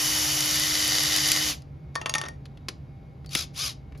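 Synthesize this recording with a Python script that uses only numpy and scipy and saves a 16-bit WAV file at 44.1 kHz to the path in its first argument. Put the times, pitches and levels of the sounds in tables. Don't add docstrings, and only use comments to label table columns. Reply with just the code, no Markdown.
import sys
import numpy as np
from scipy import signal
from scipy.fft import rfft, irfft, next_fast_len
from scipy.io import wavfile
from scipy.ndimage import uniform_filter1d

SR = 44100
rng = np.random.default_rng(int(sys.argv[2]) if len(sys.argv) > 2 else 0)


def master(y):
    cut = np.clip(np.atleast_2d(y).T, -1, 1)
    pcm = np.round(cut * 32767)
    wavfile.write(sys.argv[1], SR, pcm.astype(np.int16))


N = 176400
TIME = np.arange(N) / SR
BINS = np.fft.rfftfreq(N, 1 / SR)

# (press [s], release [s], spin-up [s], coast [s], top motor speed [Hz], drive [dB])
TRIGGER_PULLS = [(-.5, 1.48, .1, .1, 304.5, 0), (3.278, 3.386, .09, 0.092, 332.7, -4.5),
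                 (3.518, 3.6267, .115, .13, 313.3, -1.5)]
# (multiple of motor speed, level under load [dB], level spinning free [dB])
MOTOR_TONES = [(1, -44, -62), (2, -58, -72), (3, -62, -70), (4, -54, -45), (5, -62, -52), (6, -55, -60),
               (6.88, -51, -60), (8, -60, -48), (9.48, -44.5, -54), (10, -40, -44), (11, -48, -54),
               (12, -47.5, -39), (15, -39, -37), (16, -52, -35.5), (16.58, -47, -46), (18, -44.5, -45),
               (18.98, -44.5, -45), (19.95, -48, -42), (21, -47, -47)]
# (frequency [Hz], gain [dB])
RATTLE_EQ = [(100, -28.5), (250, -18.5), (600, -8), (1000, -11.5), (1300, -4), (1950, -8), (2350, 2),
             (3000, -0.5), (3700, 3.5), (4200, 2.5), (4900, 5), (6300, 3), (8000, -5), (10700, 0.5),
             (13000, -12), (15500, -15), (16500, -36.5)]

# (time [s], relative level [dB])
BLADE_PRESSURE = [(0, -13), (.35, -10), (.54, -2), (.8, -3), (.97, 0), (1.2, 0), (1.34, 1), (1.45, -4),
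                  (1.5, -4.5), (1.56, -26.5), (1.65, -75)]
# (frequency [Hz], gain [dB])
RASP_EQ = [(150, -25), (400, -10), (1000, -10), (1600, -7.5), (2000, 1), (2400, -12.5), (3000, -3),
           (3350, -4), (3700, 4), (4300, -2), (4800, 1.5), (5600, 0), (7000, -2.5), (10000, -11),
           (15500, -17.5), (16500, -37.5)]
# (time [s], level [dB])
GRIND_FADER = [(.45, -43.5), (.56, -39.5), (.85, -39.5), (1.05, -39.5), (1.35, -39), (1.5, -41.5),
               (1.56, -86)]
# (time [s], level [dB])
CHATTER_FADER = [(.45, -54.5), (.6, -37), (.88, -40), (.96, -33.5), (1.05, -37), (1.35, -36.5),
                 (1.48, -44.5), (1.56, -87)]
# (time [s], level [dB])
RUB_FADER = [(0, -27.5), (.4, -29.5), (.7, -31.5), (1.15, -32.5), (1.42, -33.5), (1.5, -31.5), (1.6, -71),
             (1.65, -104)]
# (frequency [Hz], gain [dB])
RUB_EQ = [(200, -13.5), (700, -6), (1800, -6), (4000, -11), (5500, 3.5), (7000, 1.5), (8500, -4.5),
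          (10500, -0.5), (13000, -4), (15500, -10.5), (16300, -40.5)]
# (time [s], level [dB], tilt [dB/octave], contact decay [s], focus [Hz])
PENCIL_CRACKS = [(.4065, -23, 0, .0012, 4000), (.458, -26, 1, .001, 10000), (.511, -27, 0, .0006, 6000),
                 (.557, -25, 0, .0012, 2100), (.597, -24, 1, .001, 9000), (.878, -24, 1, .002, 10000),
                 (1.034, -25, 1, .0015, 11000), (1.164, -24, 1, .001, 10000), (1.276, -25, 1, .0015, 10000),
                 (1.2858, -22, 0, .0012, 5000), (1.3172, -16.5, 0, .0013, 3000)]
# (frequency [Hz], gain [dB])
CRACK_EQ = [(300, -25), (1500, -11.5), (2000, 5.5), (3000, -5.5), (7000, 6), (11000, 5.5), (15500, -10.5),
            (16500, -27.5)]

# (time [s], relative level [dB], tilt [dB/octave], contact decay [s], focus [Hz], landing [0 flat, 1 edge])
SHARPENER_BOUNCES = [(1.946, -52, 3, 0.0044, 4500, 0.29), (1.954, -23.5, 1, 0.0044, 4540, 0.7),
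                     (1.959, -23.5, -3.5, 0.0012, 1300, 1), (2.014, -28, -3, 0.0045, 2800, 0.14),
                     (2.059, -20, -1.5, 0.0059, 2870, 0.37), (2.095, -21, 3.5, 0.0019, 4700, 0),
                     (2.139, -19, 2, 0.0013, 3630, 0.42), (2.1507, -19.5, -0.5, 0.0013, 2570, .5),
                     (2.154, -20.5, 1, 0.0018, 1330, 0.4), (2.1822, -23, 1.5, 0.0023, 5770, .7),
                     (2.2144, -24, 0.5, 0.00087, 3530, 0.45), (2.237, -30, -3, 0.0051, 3500, .5),
                     (2.253, -33.5, -4, 0.0039, 3500, 0.57), (2.261, -31.5, -4.5, 0.0046, 5560, 1),
                     (2.285, -31, 3.5, 0.0014, 1870, 1)]
# (frequency [Hz], relative level [dB], t60 [s], edge-landing gain [dB], left lead [turns])
SHELL_MODES = [(379, -10, .07, 5, 0), (629.54, -11.5, 0.24, -4, 0.17), (876, -2, 0.15, -1.5, 0.074),
               (1040, -1.5, 0.13, -7, 0.13), (1143, -5.5, 0.072, 8.5, 0.16), (1299, -1.5, 0.17, -16, .15),
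               (1844, -6, 0.1, 17, 0.066), (2160, -7, 0.041, 2, 0.14), (2440, -18, 0.13, 4, 0),
               (2740, 0, 0.061, -19, 0.075), (3550, -3, 0.019, -5.5, 0.038), (4580, -10, 0.065, 6, 0),
               (5690, -10, 0.04, 7, 0.065), (6500, -1, 0.029, -1, 0), (6900, -22, 0.034, -3, 0),
               (9650, -8.5, 0.018, 1, 0)]
# (frequency [Hz], gain [dB])
TAP_EQ = [(40, -57), (150, -2), (400, -8), (1100, 1), (2400, -3.5), (3500, -4), (4200, -10), (6000, -6),
          (7200, -13.5), (9000, -2.5), (12000, -27), (15500, -16.5), (16500, -35.5)]

# (time [s], relative level [dB], tilt [dB/octave], contact decay [s], focus [Hz])
DRILL_CLACKS = [(1.6205, -50, 3.5, .002, 4770), (2.455, -43.5, -1, 0.0048, 4170),
                (2.573, -50, -1, 0.0028, 3320), (2.6845, -25, 1, 0.0041, 4800),
                (2.687, -30, -1.5, 0.0067, 393), (3.246, -47, -8, 0.0025, 4530),
                (3.2605, -45.5, 5.5, 0.0029, 4770), (3.292, -47.5, 4, .003, 4700),
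                (3.3503, -16, 2.5, 0.0044, 2940), (3.355, -27, -10.5, 0.0028, 650),
                (3.922, -48.5, -4.5, 0.0037, 2100), (3.95, -46, -6.5, 0.0096, 2295),
                (3.975, -49, 10, 0.013, 4600)]
# (frequency [Hz], gain [dB])
HOUSING_EQ = [(40, -31), (120, -21), (400, 4), (800, -19), (1150, -1), (1750, -4.5), (2400, -0.5),
              (3000, -3), (4500, -4.5), (6000, -10), (7500, -9.5), (10000, -11.5), (13000, -24),
              (15500, -15), (16500, -22)]
# (time [s], relative level [dB])
METAL_PINGS = [(3.27, -45), (3.292, -43)]
# (time [s], left minus right [dB])
DRILL_POSITION = [(1.6, 0), (2.5, .3), (3.3, 2), (3.7, 1.5)]

# (frequency [Hz], gain [dB])
BED_EQ = [(20, -40.5), (32, -28.5), (45, -12), (68, -2), (88, -4), (112, -6), (140, 2), (185, -12),
          (260, -14.5), (400, -21), (700, -26.5), (1000, -31), (1700, -38), (2300, -41.5), (3000, -45),
          (5000, -51), (7500, -58), (14000, -61.5), (16500, -61)]
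# (frequency [Hz], left-right correlation [0 to 1])
BED_CORRELATION = [(100, 0.96), (250, 0.95), (450, 0.82), (700, 0), (1500, 0), (3000, 0.94), (6000, 0.938)]
# (frequency [Hz], level [dB])
HUM_TONES = [(70, -51.5), (138, -47), (612, -70.5), (788, -65), (2190, -74), (2400, -80.5), (3790, -83)]
# (time [s], level [dB])
RUMBLE_FADER = [(0, -60.5), (1.5, -56), (3.7, -54), (3.87, -43), (4, -42.5)]
# (frequency [Hz], t60 [s])
REVERB_T60 = [(200, 0.77), (1000, 0.21), (4000, 0.23), (9000, 0.18), (15000, 0.05)]
# (frequency [Hz], side gain [dB])
REVERB_WIDTH = [(150, -16.5), (320, -9), (600, 11.5), (1100, 8), (2300, -3), (5000, -26.5), (15000, -25.5)]
# (frequency [Hz], left lead [turns])
MIC_PHASE = [(0, 0), (5500, 0), (6300, -.04), (6900, -.12), (7550, -.35), (8200, -.5), (9000, -.58),
             (9650, -.7), (10350, -.89), (11200, -1), (12400, -1.04), (13100, -1.17), (13800, -1.42),
             (14800, -1.5)]
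# (frequency [Hz], left minus right [dB])
MIC_BALANCE = [(100, -.8), (300, -.8), (650, 2.5), (1500, 1.4), (3000, .6), (5000, .9), (9000, 0)]


def motor():
    speed_hz, drive = np.zeros(N), np.zeros(N)
    for press, release, rise, coast, top_hz, db in TRIGGER_PULLS:
        spin_up = 1 - (1 - np.clip((TIME - press) / rise, 0, 1)) ** 1.7
        run_down = 1 - np.clip((TIME - release) / coast, 0, 1) ** 2.1
        throttle = spin_up * run_down
        speed_hz += top_hz * throttle ** .6
        drive += amp(db) * throttle ** 3.07
    speed_hz *= 1 + .002 * wander(24.3)
    return drive, 2 * np.pi * np.cumsum(speed_hz) / SR


def drill(drive, angle):
    free = TIME > BLADE_PRESSURE[-1][0]
    jitter_rad = np.where(free, .062, .025)
    tones = np.zeros(N)
    for order, load_db, free_db in MOTOR_TONES:
        phase = order * angle + 2 * np.pi * rng.random() + jitter_rad * order * wander(45)
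        flutter = 1 + .35 * min(order / 10, 1) * wander(27)
        tones += amp(np.where(free, free_db, load_db)) * flutter * np.sqrt(2) * np.sin(phase)
    mesh = ~free * amp(-40.5) * wander(130) * np.sin(9.9 * angle)
    mesh *= 1 + .25 * wander(6.3)
    rattle_db = np.where(free, 2.6 * wander(130), -2.5)
    return drive ** 1.15 * (tones + mesh), drive * amp(rattle_db)


def gear_rattle(gain, angle):
    pulsed = rng.standard_normal(N) * (1 + .21 * np.cos(angle))
    return gain * amp(-27.5) * unit(colour(pulsed, RATTLE_EQ))


def blade_rasp(angle, chips_per_s=3200, gear_ratio=3.2):
    chips = rng.standard_normal(N) * (rng.random(N) < chips_per_s / SR)
    chips *= amp(-2 * np.minimum(rng.exponential(1, N), 3))
    bite_db = fader(BLADE_PRESSURE) - 4 * np.sin(angle / gear_ratio) + 2.2 * wander(60)
    return amp(bite_db - 29.5) * unit(colour(chips, RASP_EQ))


def sharpening(angle):
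    grind = noise_band(GRIND_FADER, centre_hz=1956, half_width_hz=170)
    rub = amp(fader(RUB_FADER)) * unit(colour(rng.standard_normal(N), RUB_EQ))
    chatter = noise_band(CHATTER_FADER, centre_hz=4710, half_width_hz=200)
    return grind + chatter + rub + blade_rasp(angle)


def sharpener_drop():
    taps = knocks([row[:-1] for row in SHARPENER_BOUNCES], TAP_EQ)
    pair = np.tile(taps, (2, 1))
    t = np.arange(SR // 3) / SR
    hz, mode_db, t60, edge_db, lead = np.transpose(SHELL_MODES)[:, :, None]
    for start, db, tilt, _, focus_hz, edge in SHARPENER_BOUNCES:
        scatter, detune, polarity = rng.standard_normal((3,) + hz.shape)
        strike_db = mode_db + edge * edge_db + 2 * scatter + voicing(hz, tilt, focus_hz)
        envelopes = np.sign(polarity) * amp(strike_db - 60 * t / t60) / np.sqrt(t60)
        turns = hz * (1 + .008 * detune) * t
        for channel, side in zip(pair, (.5, -.5)):
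            ring = (envelopes * np.sin(2 * np.pi * (turns + side * lead))).sum(0)
            add(channel, start, 15 * amp(db - .5) * ring / np.linalg.norm(ring))
    return pair


def handling(ping_hz=4500, ping_t60_s=.049):
    mix = knocks(DRILL_CLACKS, HOUSING_EQ)
    t = np.arange(SR // 5) / SR
    for start, db in METAL_PINGS:
        add(mix, start, amp(db - 60 * t / ping_t60_s) * np.sin(2 * np.pi * ping_hz * t))
    return mix


def knocks(hits, body_eq, size=16384, attack_s=.0011):
    mix, t = np.zeros(N), np.arange(size) / SR
    for start, db, tilt, decay, focus_hz in hits:
        envelope = np.exp(-t / decay) * np.minimum(t / attack_s, 1)
        burst = rfft(rng.standard_normal(size) * envelope)
        burst /= np.sqrt(uniform_filter1d(abs(burst) ** 2, size=400))
        hit = colour(irfft(burst), body_eq, lambda hz: voicing(hz, tilt, focus_hz))[:size // 2]
        hit *= np.sqrt(.005 * SR) / np.linalg.norm(hit)
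        add(mix, start, amp(db) * hit)
    return mix


def voicing(hz, tilt, focus_hz, bell_db=7, bell_octaves=.312):
    octaves_off = np.log2((hz + 1) / focus_hz)
    return tilt * np.log2((hz + 300) / 3300) + bell_db * np.exp(-(octaves_off / bell_octaves) ** 2)


def table_scatter(pair, side_db=-20, decay_s=.0014, cutoff_hz=2000):
    t = np.arange(SR // 25) / SR
    taps = rng.standard_normal(len(t)) * np.exp(-t / decay_s) * (t > .0005)
    side = amp(side_db) * signal.fftconvolve(pair.mean(0), taps / np.linalg.norm(taps))[:N]
    side = irfft(rfft(side) / (1 + (BINS / cutoff_hz) ** 2), N)
    return pair + np.array([side, -side])


def reverb(x, wet_db):
    size = SR // 2
    taps = rng.choice([-1., 1.], (2, size)) * (rng.random((2, size)) < .12)
    taps *= np.arange(size) > 110
    hz, t, frames = signal.stft(taps, SR, nperseg=256)
    tail = signal.istft(frames * amp(-60 * t / curve(REVERB_T60, hz)[:, None]), SR, nperseg=256)[1]
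    send = np.atleast_2d(x).mean(0)[None]
    mid, side = signal.fftconvolve(send, tail / np.linalg.norm(tail[0]), axes=1)[:, :N]
    side = irfft(rfft(side) * amp(curve(REVERB_WIDTH, BINS)), N)
    return x + amp(wet_db) * np.array([mid + side, mid - side])


def room_tone(bed_db=-43.5):
    left, independent = rfft(rng.standard_normal((2, N)))
    correlation = curve(BED_CORRELATION, BINS)
    right = correlation * left + np.sqrt(1 - correlation ** 2) * independent
    bed = amp(bed_db) * unit(irfft(np.array([left, right]) * amp(curve(BED_EQ, BINS)), N))
    for hz, db in HUM_TONES:
        flutter = 1 + .3 * wander(5.4)
        bed += amp(db) * flutter * np.sin(2 * np.pi * hz * TIME + .8 * wander(11))
    return bed


def rumble():
    return noise_band(RUMBLE_FADER, centre_hz=63, half_width_hz=20)


def noise_band(levels, centre_hz, half_width_hz):
    return amp(fader(levels)) * wander(half_width_hz) * np.sqrt(2) * np.sin(2 * np.pi * centre_hz * TIME)


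def wander(rate_hz):
    return unit(irfft(rfft(rng.standard_normal(N)) / (1 + (BINS / rate_hz) ** 4), N))


def colour(x, eq, extra_db=lambda hz: 0):
    size = next_fast_len(len(x) + 4096)
    hz = abs(np.fft.fftfreq(size, 1 / SR))
    log_gain = np.log(amp(curve(eq, hz) + extra_db(hz)))
    return np.fft.ifft(np.fft.fft(x, size) * np.exp(signal.hilbert(log_gain))).real[:len(x)]


def fader(points):
    return np.interp(TIME, *np.transpose(points))


def curve(points, hz):
    point_hz, value = np.transpose(points)
    return np.interp(np.log(hz + 1), np.log(point_hz + 1), value)


def add(mix, start_s, sound):
    part = mix[round(start_s * SR):][:len(sound)]
    part += sound[:len(part)]


def amp(db):
    return 10 ** (np.asarray(db) / 20)


def unit(x):
    return x / np.sqrt(np.mean(x ** 2) + 1e-20)


def scene():
    drive, angle = motor()
    whine, rattle_gain = drill(drive, angle)
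    sides = np.array([[1], [-1]])
    wide_grit = amp(-11.5) * (gear_rattle(rattle_gain, angle) + sharpening(angle)) * sides
    centre_grit = gear_rattle(rattle_gain, angle) + sharpening(angle)
    cracks = knocks(PENCIL_CRACKS, CRACK_EQ)
    work = reverb(whine + centre_grit + cracks, wet_db=-14.5) + wide_grit
    clacks = reverb(amp(-2) * handling(), wet_db=-17)
    tool = (work + clacks) * amp(sides * fader(DRILL_POSITION) / 2)
    clatter = reverb(amp(-5.5) * sharpener_drop(), wet_db=-13.5)
    return table_scatter(tool + clatter) + room_tone() + rumble()


def record(dry):
    hz = np.fft.rfftfreq(2 * N, 1 / SR)
    lead_turns = np.interp(hz, *np.transpose(MIC_PHASE))
    left_port = np.exp(1j * np.pi * lead_turns) * amp(curve(MIC_BALANCE, hz) / 2)
    pair = irfft(rfft(dry, 2 * N) * np.array([left_port, 1 / left_port]))[:, :N]
    high_cut = signal.firwin(511, 16100, window=("kaiser", 9), fs=SR)
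    return signal.oaconvolve(pair, high_cut[None], "same")


dry = scene()
out = record(dry)
master(out)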